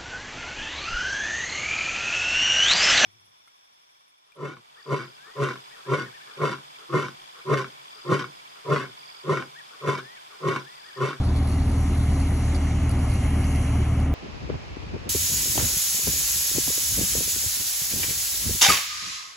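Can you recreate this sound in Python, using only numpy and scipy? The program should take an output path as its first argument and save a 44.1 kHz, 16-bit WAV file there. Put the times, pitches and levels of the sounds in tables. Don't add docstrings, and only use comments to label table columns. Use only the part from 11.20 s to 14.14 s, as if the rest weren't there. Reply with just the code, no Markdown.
import sys
import numpy as np
from scipy import signal
from scipy.fft import rfft, irfft, next_fast_len
from scipy.io import wavfile
from scipy.ndimage import uniform_filter1d, map_coordinates

SR = 44100
rng = np.random.default_rng(int(sys.argv[2]) if len(sys.argv) > 2 else 0)


def log_audio(samples):
    frames = np.atleast_2d(samples).T
    limited = np.clip(frames, -1, 1)
    pcm = np.round(limited * 32767).astype(np.int16)
    wavfile.write(sys.argv[1], SR, pcm)


def to_linear_factor(level_db):
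    exponent = np.asarray(level_db, float) / 20
    return 10 ** exponent


N = 129654
T = np.arange(N) / SR
CYLINDERS = 8


def unit(x):
    return x / np.sqrt(np.mean(x ** 2) + 1e-20)


def along(points, hz):
    f, v = np.transpose(points)
    return np.interp(np.log(hz + 1), np.log(f + 1), v)


def curve(rows):
    return np.interp(T, *np.transpose(rows))


def wobble(rate):
    knots = rng.standard_normal(int(N * rate / SR) + 4)
    return map_coordinates(knots, [T * rate])


def filtered(x, response):
    m = next_fast_len(N + 8192)
    return irfft(rfft(x, m) * response(np.fft.rfftfreq(m, 1 / SR)), m)[..., :N]


def coloured(x, spectrum):
    low, high = spectrum[0][0], spectrum[-1][0]
    return filtered(x, lambda hz: to_linear_factor(along(spectrum, hz)) * (hz > low) * (hz < high))


def rush(spectrum, patchy_db):
    z = signal.stft(rng.standard_normal((2, N)), nperseg=512)[2]
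    field = uniform_filter1d(rng.standard_normal(z.shape[1:]), size=8, axis=0)
    field = uniform_filter1d(field, size=8, axis=1)
    noise = signal.istft(z * to_linear_factor(patchy_db * unit(field)), nperseg=512)[1][:, :N]
    return unit(coloured(noise, spectrum))


def evened(spectrum):
    steadiness = .75
    z = signal.stft(rng.standard_normal(N), nperseg=4096)[2]
    noise = signal.istft(z / abs(z) ** steadiness, nperseg=4096)[1][:N]
    return unit(coloured(noise, spectrum))


# time in seconds, rate in firings per second.
SPEED = [
    (0, 38.5),
    (.4, 38.45),
    (.6, 38.25),
    (1.4, 38.45),
    (1.7, 38.2),
    (2.2, 37.95),
    (2.94, 37.95),
]


def engine_cycle():
    cycle_start_s = .2028
    cycle = np.cumsum(curve(SPEED)) / SR / CYLINDERS
    return cycle - cycle[round(cycle_start_s * SR)] + 1


FIRING_ORDER = np.array([8, 16, 24, 32, 40, 48, 56, 64])
FIRING_DB = [-32, -23.5, -31, -41, -47, -45, -36.5, -58]
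BANK_ORDER = np.array([10, 12, 18, 20, 22, 28, 30, 52, 60])
BANK_DB = [-39, -39, -46, -40, -45, -42, -43, -50, -46]


def exhaust_tones(cycle):
    stumble_s, stumble_length_s, stumble_cycles = 1.915, .018, .025
    sway_db, sway_turns = .5, .008
    drone_order, drone_turns = 56, .1
    late = stumble_cycles * np.exp(-((T - stumble_s) / stumble_length_s) ** 2)
    flutter = drone_turns * wobble(28)

    def lag(k):
        if k % CYLINDERS and k != BANK_ORDER[0]:
            return -.19 * (k - 19) - k * late
        if k > 21:
            return .5 - .045 * (k - 24)
        return -k * late

    tones = np.zeros(N)
    for k, db in zip([*FIRING_ORDER, *BANK_ORDER], FIRING_DB + BANK_DB):
        level = np.sqrt(2) * to_linear_factor(db + sway_db * wobble(6.07))
        turns = k * cycle + lag(k) + sway_turns * np.sqrt(k) * wobble(7.1)
        if k == drone_order:
            turns = turns + flutter
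        tones += level * np.cos(2 * np.pi * turns)
    return tones


# frequency in Hz, gain in dB.
PIPE = [(33, -14), (60, 0), (76, -6), (98, 0), (165, -6.5), (235, -10.5), (295, -11), (312, -17),
        (460, -23)]


def exhaust_puffs(cycle):
    puff_share = .15
    fired = np.diff(np.floor(CYLINDERS * cycle), prepend=0) > 0
    puffs = unit(coloured(fired * rng.standard_normal(N), PIPE))
    return to_linear_factor(-28) * (np.sqrt(puff_share) * puffs + np.sqrt(1 - puff_share) * evened(PIPE))


# frequency in Hz, place in the cycle from 0 to 1,
# peak in dB, 60 dB decay time in seconds, rise time in seconds.
KNOCK = [
    (156, 0.2, -33, 0.13, 0.0046),
    (222, .39, -19.5, 0.083, 0.0043),
    (184.2, .36, -27, 0.17, 0.0064),
    (252.8, .95, -34, .12, 0.0047),
    (280, .7, -32, 0.2, .01),
    (362.6, .36, -33, 0.3, 0.012),
]


def valve_knocks(cycle):
    knocks = np.zeros(N)
    t = T[:SR // 2]
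    for hz, place, db, t60, rise in KNOCK:
        struck = np.diff(np.floor(cycle - place), prepend=0) > 0
        struck = struck * to_linear_factor(1.3 * rng.standard_normal(N))
        ring = to_linear_factor(db - 60 * t / t60) * (1 - np.exp(-t / rise)) * np.sin(2 * np.pi * hz * t)
        knocks += signal.fftconvolve(struck, ring)[:N]
    return knocks


def engine():
    cycle = engine_cycle()
    direct = exhaust_tones(cycle) + exhaust_puffs(cycle) + valve_knocks(cycle)
    return np.array([direct, np.roll(direct, 4000)])


# frequency in Hz, level in dB.
BAY = [(330, -11), (420, -5.5), (500, -3.5), (770, 1), (900, -5), (1250, -5.5), (1600, -12.5), (3300, -25)]
# frequency in Hz, level in dB.
WHINE = [(2900, -19.5), (3400, 6.5), (3700, 0), (4100, -0.5), (4700, 0), (5100, -4), (5600, -9),
         (9500, -18)]


def bay():
    air = to_linear_factor(-40 + .22 * wobble(1.6)) * rush(BAY, patchy_db=.52)
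    whine = to_linear_factor(-50 - 2.5 * T) * rush(WHINE, patchy_db=2.5)
    return air + whine


# time in seconds, level in dB.
SHUFFLE = [
    (0, -62),
    (.3, -54.5),
    (.75, -52.5),
    (1.05, -51),
    (1.55, -57),
    (1.8, -52.5),
    (2.2, -49.5),
    (2.45, -50.5),
    (2.75, -57),
    (2.94, -63),
]
# frequency in Hz, level in dB.
SAND = [(7500, -26), (8800, -4.5), (9900, 3.5), (10600, -1), (11300, -7), (12300, -26)]


def sand_sizzle():
    return to_linear_factor(curve(SHUFFLE) + 4.5 + 1.2 * wobble(24.7)) * rush(SAND, patchy_db=.8)


# start in seconds, length in seconds, level in dB.
CRUNCH = [(0.03, 0.038, -48.5), (0.155, 0.056, -47), (0.27, 0.078, -45), (0.493, .07, -54),
          (0.81, 0.033, -51), (1, 0.041, -46), (1.342, 0.043, -44), (1.478, .03, -51), (1.703, 0.022, -46),
          (1.895, .03, -46), (1.93, 0.04, -48), (2.348, .03, -50), (2.8, .03, -53)]
# frequency in Hz, level in dB.
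GRIT = [(2500, -35), (4500, -4.5), (5500, -15.5), (7500, -16), (9400, -4), (10500, -8), (13000, -51)]


def grit_crunches():
    press = np.zeros(N)
    for start, length, db in CRUNCH:
        rise = np.clip((T - start) / .0021, 0, 1)
        fall = np.clip(3.1 * (1 - (T - start) / length), 0, 1)
        press += to_linear_factor(db) * rise * fall
    size = to_linear_factor(3.2 * wobble(400))
    return press * unit(coloured(rng.standard_normal((2, N)) * size, GRIT))


# time in seconds, bright ring in dB, dull ring in dB.
TICKS = [(.17, -39, -46), (0.287, -42, -52), (.342, -38, -48), (.496, -42, -52), (.517, -42, -52),
         (.552, -41, -54), (.563, -43, -52), (1.347, -42, -36), (1.693, -32, -36), (1.713, -34, -50),
         (1.79, -46, -38), (1.898, -37, -45), (1.917, -42, -35), (1.938, -34, -48), (2.242, -39, -42),
         (2.358, -35, -44), (2.8, -42, -50)]
# centre in Hz, width in Hz.
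RINGS = [(9300, 1300), (4700, 600)]


def grain_ticks():
    snaps, t = np.zeros((2, N + 400)), T[:400]
    for start, *db in TICKS:
        decay = to_linear_factor(np.array(db)[:, None] - 60 * t / .021)
        snaps[:, round(start * SR):][:, :400] += decay * rng.standard_normal(400)

    def ring(hz):
        return np.array([1j * hz * w / (c * c - hz * hz + 1j * hz * w) for c, w in RINGS]) ** 2

    bright, dull = 5.5 * filtered(snaps[:, :N], ring)
    return np.array([bright + .4 * dull, np.roll(bright, 30) + 3.5 * dull])


def feet():
    return sand_sizzle() + grit_crunches() + grain_ticks()


# time in seconds, level in dB.
BURNER = [
    (0.0, -58.5),
    (0.77, -52),
    (1.37, -50.5),
    (1.5, -52.5),
    (2.46, -50.5),
    (2.85, -58),
    (2.93, -68),
    (2.94, -56),
]
# frequency in Hz, level in dB.
HISS = [(3000, -21), (4100, -7), (5300, -5.5), (6400, 0), (7300, -5), (8200, -1.5), (10000, -6.5),
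        (12300, -37)]


def burner():
    return to_linear_factor(curve(BURNER) + 4 + .95 * wobble(8)) * rush(HISS, patchy_db=.9)


# time in seconds, level in dB.
PASSER = [
    (0.0, -55),
    (0.14, -52),
    (2.19, -45.5),
    (2.68, -46),
    (2.92, -53.5),
    (2.94, -54),
]
# frequency in Hz, level in dB.
HOWL = [(1200, -12), (1700, -5), (2160, 2.5), (2450, -4.5), (2850, -3), (3250, -5.5), (3600, -21),
        (4500, -23)]


def passer():
    return to_linear_factor(curve(PASSER) + 2.5 + .44 * wobble(5.24)) * rush(HOWL, patchy_db=1.28)


# frequency in Hz, coherence from 0 to 1.
ALIKE = [(30, .9997), (60, .99984), (240, .99985), (330, .995), (470, .85), (750, .97), (1100, .72),
         (1500, .985), (2100, .995), (3100, .55), (4750, .82), (5700, .97), (5950, .995), (7000, .83),
         (8150, .88), (8600, .995), (9350, .995), (11000, .72), (12300, .85)]
# frequency in Hz, lead of the left in
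LEAD = [(2150, 0), (2800, .8), (3500, 3.5), (4100, 5.5), (4800, 3.25), (5600, 6.1), (6200, 6.35),
        (8480, 9.3), (9400, 9.5), (11800, 12.5)]
# frequency in Hz, left over right in dB.
TILT = [(400, 0), (520, 4), (800, 3), (1080, 7), (1500, .5), (1750, 0), (3000, -1.5), (4700, -2), (5600, 0)]


def scene():
    parts = engine() + bay() + feet() + burner() + passer()

    def ports(hz):
        turn = np.arccos(np.clip(along(ALIKE, hz), -1, 1)) / 2
        lead = np.interp(hz, *np.transpose([(0, .00084)] + LEAD))
        port = to_linear_factor(along(TILT, hz) / 2) * np.exp(.5j * lead)
        left = [port * np.cos(turn), port * np.sin(turn)]
        right = [np.cos(turn) / port, -np.sin(turn) / port]
        return np.array([left, right])

    return filtered(parts, ports).sum(axis=1)


def band_limit(x):
    return signal.sosfilt(signal.butter(12, 12400, fs=SR, output="sos"), x)


def record(dry):
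    return band_limit(dry)


dry = scene()
out = record(dry)
log_audio(out)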